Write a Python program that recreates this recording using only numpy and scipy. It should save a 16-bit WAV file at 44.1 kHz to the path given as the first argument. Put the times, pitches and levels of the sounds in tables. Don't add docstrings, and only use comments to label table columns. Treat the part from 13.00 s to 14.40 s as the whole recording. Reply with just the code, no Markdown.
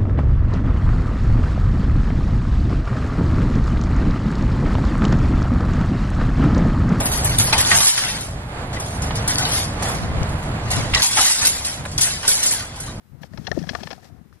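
import sys
import numpy as np
from scipy import signal
from scipy.fft import rfft, irfft, next_fast_len
from scipy.io import wavfile
from scipy.ndimage import uniform_filter1d

SR = 44100
rng = np.random.default_rng(int(sys.argv[2]) if len(sys.argv) > 2 else 0)


def pcm_store(signal):
    levels = np.round(np.clip(np.atleast_2d(signal), -1, 1) * 32767)
    wavfile.write(sys.argv[1], SR, levels.astype(np.int16).T)


def natural_amplitude(level_db):
    exponent = np.asarray(level_db, float) / 20
    return 10 ** exponent


N = 61739

# frequency [Hz], density [dB per Hz].
HISS_SPECTRUM = [(40, 12), (300, 11.5), (800, 4), (1500, 7), (3000, -0.5), (7000, -6), (16000, -4)]
# frequency [Hz], level [dB].
WHINE_LINES = [(4000, -79), (8000, -81), (10000, -78), (11000, -78), (13000, -82), (14000, -68.5)]
# time [s], level [dB].
CAMERA_LOAD = [(0, 5.5), (.16, 3), (.19, -16), (.225, 12), (.26, -5), (.39, -2), (.54, -11), (.58, 1),
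               (.62, -7), (.69, -7), (.71, 4), (.96, -0.5), (1, -18), (1.4, 1)]
# time [s], effort [dB].
GRIP_EFFORT = [(0, -74), (.206, -72.5), (.22, -63), (.26, -62), (.285, -71), (.36, -63.5), (.45, -62),
               (.6, -57.5), (.65, -61), (.7, -58), (.93, -59), (.99, -65.5), (1.015, -66), (1.04, -61.5),
               (1.088, -64), (1.11, -71), (1.32, -74.5), (1.335, -68), (1.4, -74.5)]
# frequency [Hz], density [dB per Hz].
RUB_SPECTRUM = [(300, -10), (500, -5), (1200, -16.5), (1750, -13), (3000, -18), (5400, -13), (7200, -21),
                (12000, -32)]
# frequency [Hz], density [dB per Hz].
ROCK_SPECTRUM = [(20, -67), (60, 6), (130, 1), (220, -3), (360, -11), (600, -22.5), (760, -20.5),
                 (2200, -30.5)]
# time [s], level [dB].
SWAY = [(0, -63.5), (.09, -58.5), (.14, -54), (.25, -49), (.29, -56), (.33, -48), (.6, -43.5), (.86, -49.5),
        (.95, -53.5), (1.03, -56.5), (1.12, -49.5), (1.2, -52), (1.4, -61.5)]
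# frequency [Hz], gain [dB].
FAR_PATH = [(60, -58), (700, -36), (1200, -9.5), (1800, -27), (2600, -36.5), (4000, -59), (9000, -43)]
# centre [s], peak level [dB], pitch [Hz], length [cycles].
SLOPS = [(0.121, -32, 108, 0.92), (0.151, -28, 124, 1.76), (0.2205, -32, 159, 3.1),
         (0.318, -26.5, 149, 0.51), (0.3467, -25, 196, 1.84), (0.39, -21, 110, 1.12),
         (0.3991, -20.5, 180, 1.1), (0.4165, -29, 184, 1.45), (0.4918, -25.5, 192, 1.3),
         (0.5131, -20, 127, 1.43), (0.5151, -16.5, 347, 0.63), (0.5542, -19.5, 133, 1.3),
         (0.5769, -9, 305, 2.36), (0.5871, -15.5, 205, 0.9), (0.5951, -17.5, 160, 0.89),
         (0.6185, -20, 244, 0.88), (0.6264, -19.5, 170, 2.85), (0.6481, -23, 122.3, 1.1),
         (0.66, -44, 94.0, 1.0), (0.676, -23, 179, 2.25), (0.7125, -18.5, 141, 0.65),
         (0.719, -28, 240, 1.6), (0.786, -41, 84, 0.83), (0.861, -24.5, 149, 1.13),
         (0.93, -31.5, 245, 2.85), (1.127, -31, 114, 2.2), (1.215, -30, 181, 1.62), (.135, -29.5, 150, 1.1),
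         (.245, -31.5, 170, 2), (.388, -32.5, 342, 3.3), (.606, -23.5, 213, 1.24), (.74, -33, 244, 1.9),
         (0.788, -35, 131, 1.2), (0.817, -25, 220, 2.24), (0.923, -34, 347, 2.7), (1.108, -32.5, 148, 1),
         (1.15, -34, 148, 1.2), (1.261, -33, 152, 0.92), (1.36, -37.5, 121, 1.3), (.5773, -13.5, 587, 2.55),
         (.573, -18, 344, 1.8), (.832, -31.5, 382, 3.4), (.5755, -24.5, 450, 3.8)]
# centre [s], peak level [dB], pitch [Hz], length [cycles].
GLUGS = [(.242, -30, 667, 2.03), (.340, -36, 624, 6.7), (.380, -32, 863, 6), (.4843, -20.5, 740, 2.9),
         (.5192, -14.5, 511, 1.98), (.5276, -25.5, 720, 4.9), (.8745, -31, 1610, 3.3),
         (.641, -30, 687, 4.8), (.6928, -60, 760, 5.1), (.699, -30, 633, 6.7), (.740, -26, 715, 1.6),
         (.384, -38, 600, 5.9), (.752, -18, 470, 0.66), (.805, -36, 615, 3), (.787, -37.5, 706, 6.8),
         (.836, -26.5, 635, 4), (.875, -34, 940, 7.6), (.9114, -31, 538, 2.7), (.922, -29.5, 733, 6.5),
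         (.9335, -27.5, 736, 6.1), (.5675, -23.5, 530, 1.56), (1.165, -44.5, 490, 1.8),
         (1.3273, -40.5, 1290, 2.1)]
# start [s], peak level [dB], pitch [Hz], time to peak [s].
AIR_RINGS = [(.003, -54.5, 727, 0.0042), (.733, -28, 730, 0.0017), (.7498, -20.5, 1164, 0.0023),
             (.7498, -21.5, 695, 0.0029), (.7505, -29.5, 922, 0.0032), (0.7508, -29, 1440, 0.0029),
             (.522, -33.5, 1315, .003), (.760, -42, 733, 0.0049), (.7845, -36.5, 745, 0.0026),
             (.978, -36, 713, 0.0024), (.986, -44, 730, 0.0037), (1.025, -48, 712, 0.0044),
             (1.03, -45.5, 1790, 0.0022), (1.051, -42, 740, 0.0028), (1.068, -51, 750, 0.0056),
             (1.099, -45, 690, .003), (1.135, -53, 740, 0.0057), (1.16, -53.5, 740, .01),
             (1.19, -54.5, 704, 0.0063)]
# frequency [Hz], bandwidth [Hz], level [dB].
WALL_MODES = [(680, 370, -5), (1230, 1800, -9.5), (2486, 260, -8.5), (2800, 79, -9.5), (3340, 260, -6.5),
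              (4246, 98, -1), (4950, 210, -4.5), (5520, 200, -2), (5800, 69, -19)]
# start [s], level [dB], contact length [s],
# brightness [dB per octave], drum tone [dB].
RATTLES = [(0.229, -42.5, 0.0033, 16.5, -4.5), (0.232, -26.5, 0.0071, -4, -5),
           (0.335, -36.5, 0.0021, -4, -3.5), (.374, -27, 0.0079, -3, -16.5),
           (0.445, -37.5, 0.016, 3.5, -33), (0.4681, -16, 0.0086, 3.5, -10), (.476, -21, 0.0011, -13, -8),
           (0.5153, -13.5, 0.0032, 1, 0), (0.562, -39, 0.0032, -15, -3.5), (0.589, -27.5, 0.0043, 8, -9.5),
           (0.626, -35, 0.005, 9.5, -4), (0.637, -37, 0.008, 0, 1.5), (0.668, -34.5, 0.012, -2, -5.5),
           (0.6902, -13.5, 0.0094, 2, -5.5), (0.733, -28, 0.0035, -4, -15), (0.7494, -15.5, 0.0049, 0, -5),
           (0.786, -30.5, 0.0033, -7, -27), (0.8036, -31.5, 0.014, -2, -4), (0.831, -21, 0.01, 1.5, -17),
           (0.872, -22.5, 0.0054, -2.5, -5.5), (0.904, -21.5, 0.01, -3, -19),
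           (0.911, -22.5, 0.0081, 1, -10), (0.929, -26, 0.0051, 0, -9), (1.327, -50, 0.0026, 5, -5)]


def evened(x):
    return x / np.sqrt(np.mean(x ** 2) + 1e-20)


def colour(x, points):
    f, db = np.transpose(points)
    size = next_fast_len(len(x))
    hz = np.fft.rfftfreq(size, 1 / SR)
    gain = natural_amplitude(np.interp(np.log(hz + 1), np.log(f + 1), db))
    gain = gain * np.where(hz > f[-1], natural_amplitude(-46), 1)
    return irfft(rfft(x, size) * gain, size)[:len(x)]


def curve(table):
    s, value = np.transpose(table)
    return np.interp(np.arange(N) / SR, s, value)


def drift(size):
    return evened(uniform_filter1d(uniform_filter1d(rng.standard_normal(N), size), size))


def add(mix, s, sound):
    part = mix[round(s * SR):][:len(sound)]
    part += sound[:len(part)]


def effort_db():
    return curve(GRIP_EFFORT) + 56


def hiss():
    t = np.arange(N) / SR
    noise = np.array([evened(colour(rng.standard_normal(N), HISS_SPECTRUM)) for _ in "LR"])
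    noise = noise * natural_amplitude([[0.5], [0]])
    whine = sum(natural_amplitude(db) * np.sin(2 * np.pi * (hz * t + rng.random())) for hz, db in WHINE_LINES)
    whine = whine * natural_amplitude(curve(CAMERA_LOAD) + 2.5 * drift(size=600))
    edge = signal.firwin(1023, 14500, window=("kaiser", 8), fs=SR)
    noise = signal.oaconvolve(noise, edge[None], "same")
    suppressor = natural_amplitude(0.68 * effort_db())
    return suppressor * (natural_amplitude(-52.5) * noise + whine)


def rubbing():
    slips_per_s, spread_db = 9000, 2.5
    slips = rng.choice([-1., 1.], N)
    slips = slips * natural_amplitude(spread_db * np.minimum(rng.exponential(1, N), 5))
    slips = slips * (rng.random(N) < slips_per_s / SR)
    grit = natural_amplitude(1.8 * drift(size=300))
    rub = evened(colour(slips, RUB_SPECTRUM) * grit)
    return natural_amplitude(-44.5 + 1.84 * effort_db()) * rub


def rocking():
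    rumble = colour(rng.standard_normal(N), ROCK_SPECTRUM)
    rock = evened(rumble * natural_amplitude(1.5 * drift(size=500)))
    return natural_amplitude(2.5 + curve(SWAY)) * rock


def wobble(centre, db, hz, cycles, rise):
    spread = cycles / hz * 0.4
    t = np.arange(-3 * spread, 3 * spread, 1 / SR)
    turn = rng.random() * (db < -13)
    swell = np.exp(-0.5 * (t / spread / (1 + 0.097 * np.sign(t))) ** 2)
    wave = np.cos(2 * np.pi * (hz * t * (1 + rise * t / spread / 2) + turn)) * swell
    return centre - 3 * spread, natural_amplitude(db) * (wave - wave.mean()) * signal.windows.tukey(len(t), 0.4)


def slopping():
    out = np.zeros(N)
    for row in SLOPS:
        add(out, *wobble(*row, rise=0))
    return out


def swell_and_decay(t):
    return t * np.exp(1 - t)


def air_ring(db, hz, peak_s):
    t = np.arange(0, 8 * peak_s, 1 / SR)
    return natural_amplitude(db) * swell_and_decay(t / peak_s) * np.sin(2 * np.pi * hz * t)


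def glugging():
    out = np.zeros(N)
    for row in GLUGS:
        add(out, *wobble(*row, rise=0.071))
    for start, *row in AIR_RINGS:
        add(out, start, air_ring(*row))
    return out


def contact(length, luck, chance):
    snap_s, ticks_per_s = 0.0056, 4000
    t = np.arange(len(chance)) / SR
    rise_s = 0.00035 + 0.5 * max(length - snap_s, 0)
    fall = np.exp(-(t / length) ** 2) + natural_amplitude(-20) * np.exp(-t / 0.012)
    ticks = np.minimum(t / rise_s, 1) * fall * np.sign(chance) * natural_amplitude(1.5 * abs(chance))
    ticks *= luck < ticks_per_s / SR
    ticks[30] += natural_amplitude(5.5) * np.clip(1 - length / snap_s, 0, 1)
    return ticks


def wall_response(spot):
    t = np.arange(800) / SR
    direct = t == 0
    body = natural_amplitude(-4) * direct
    for k, (hz, width, db) in enumerate(WALL_MODES):
        level = natural_amplitude(db + 1.5 * spot[k]) * width / 1000
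        pitch = hz * (1 + 0.008 * spot[k + 32])
        body = body + level * np.exp(-np.pi * width * 1.8 * t) * np.sin(2 * np.pi * pitch * t)
    return body, direct


def rattle(db, length, tilt_db, drum_db):
    luck, chance = rng.random(2664), rng.standard_normal(2664)
    spot = chance[:64]
    ticks = contact(length, luck[64:], chance[64:])
    body, direct = wall_response(spot)
    band = signal.butter(4, np.array([450, 6300]) / SR * 2, "bandpass", output="sos")
    rung = signal.sosfilt(band, np.convolve(ticks, body))
    if length < 0.0056 and db > -20:
        rung = rung + natural_amplitude(-16.5) * np.convolve(ticks, direct)
    rung = colour(rung, [(1000, -tilt_db), (8000, 2 * tilt_db), (20000, 2 * tilt_db - 25)])

    t = np.arange(len(rung)) / SR
    swell = swell_and_decay(t / 0.0019)
    drum_hz = 1890 - 24000 * min(length, 0.008)
    drum = swell * np.sin(2 * np.pi * drum_hz * (1 + 0.006 * spot[60]) * t)
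    chatter = min(length / 0.007, 1) ** 4
    overtone = chatter * swell * np.sin(2 * np.pi * 3320 * t)
    tones = natural_amplitude(drum_db) * drum + natural_amplitude(-14 + 2 * tilt_db) * overtone
    return natural_amplitude(db + 1) * (rung / abs(rung).max() + tones)


def rattling():
    out = np.zeros(N)
    for start, *row in RATTLES:
        add(out, start, rattle(*row))
    return out


def tank():
    rattles, glugs, slops = rattling(), glugging(), slopping()
    return rattles + glugs * (1 + 0.35 * drift(size=24)) + slops * (1 + 0.16 * drift(size=40))


def scene():
    near = tank() + 2 * (rubbing() + rocking())
    smear_s = 0.0024
    path = rng.standard_normal(400) * np.exp(-np.arange(400) / SR / smear_s)
    far = signal.oaconvolve(colour(near, FAR_PATH), path / np.linalg.norm(path))[:N]
    return np.array([near, far]) + hiss()


def top_cut(x):
    return signal.sosfilt(signal.butter(12, 15600, fs=SR, output="sos"), x)


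def record(dry):
    return top_cut(dry)


dry = scene()
out = record(dry)
pcm_store(out)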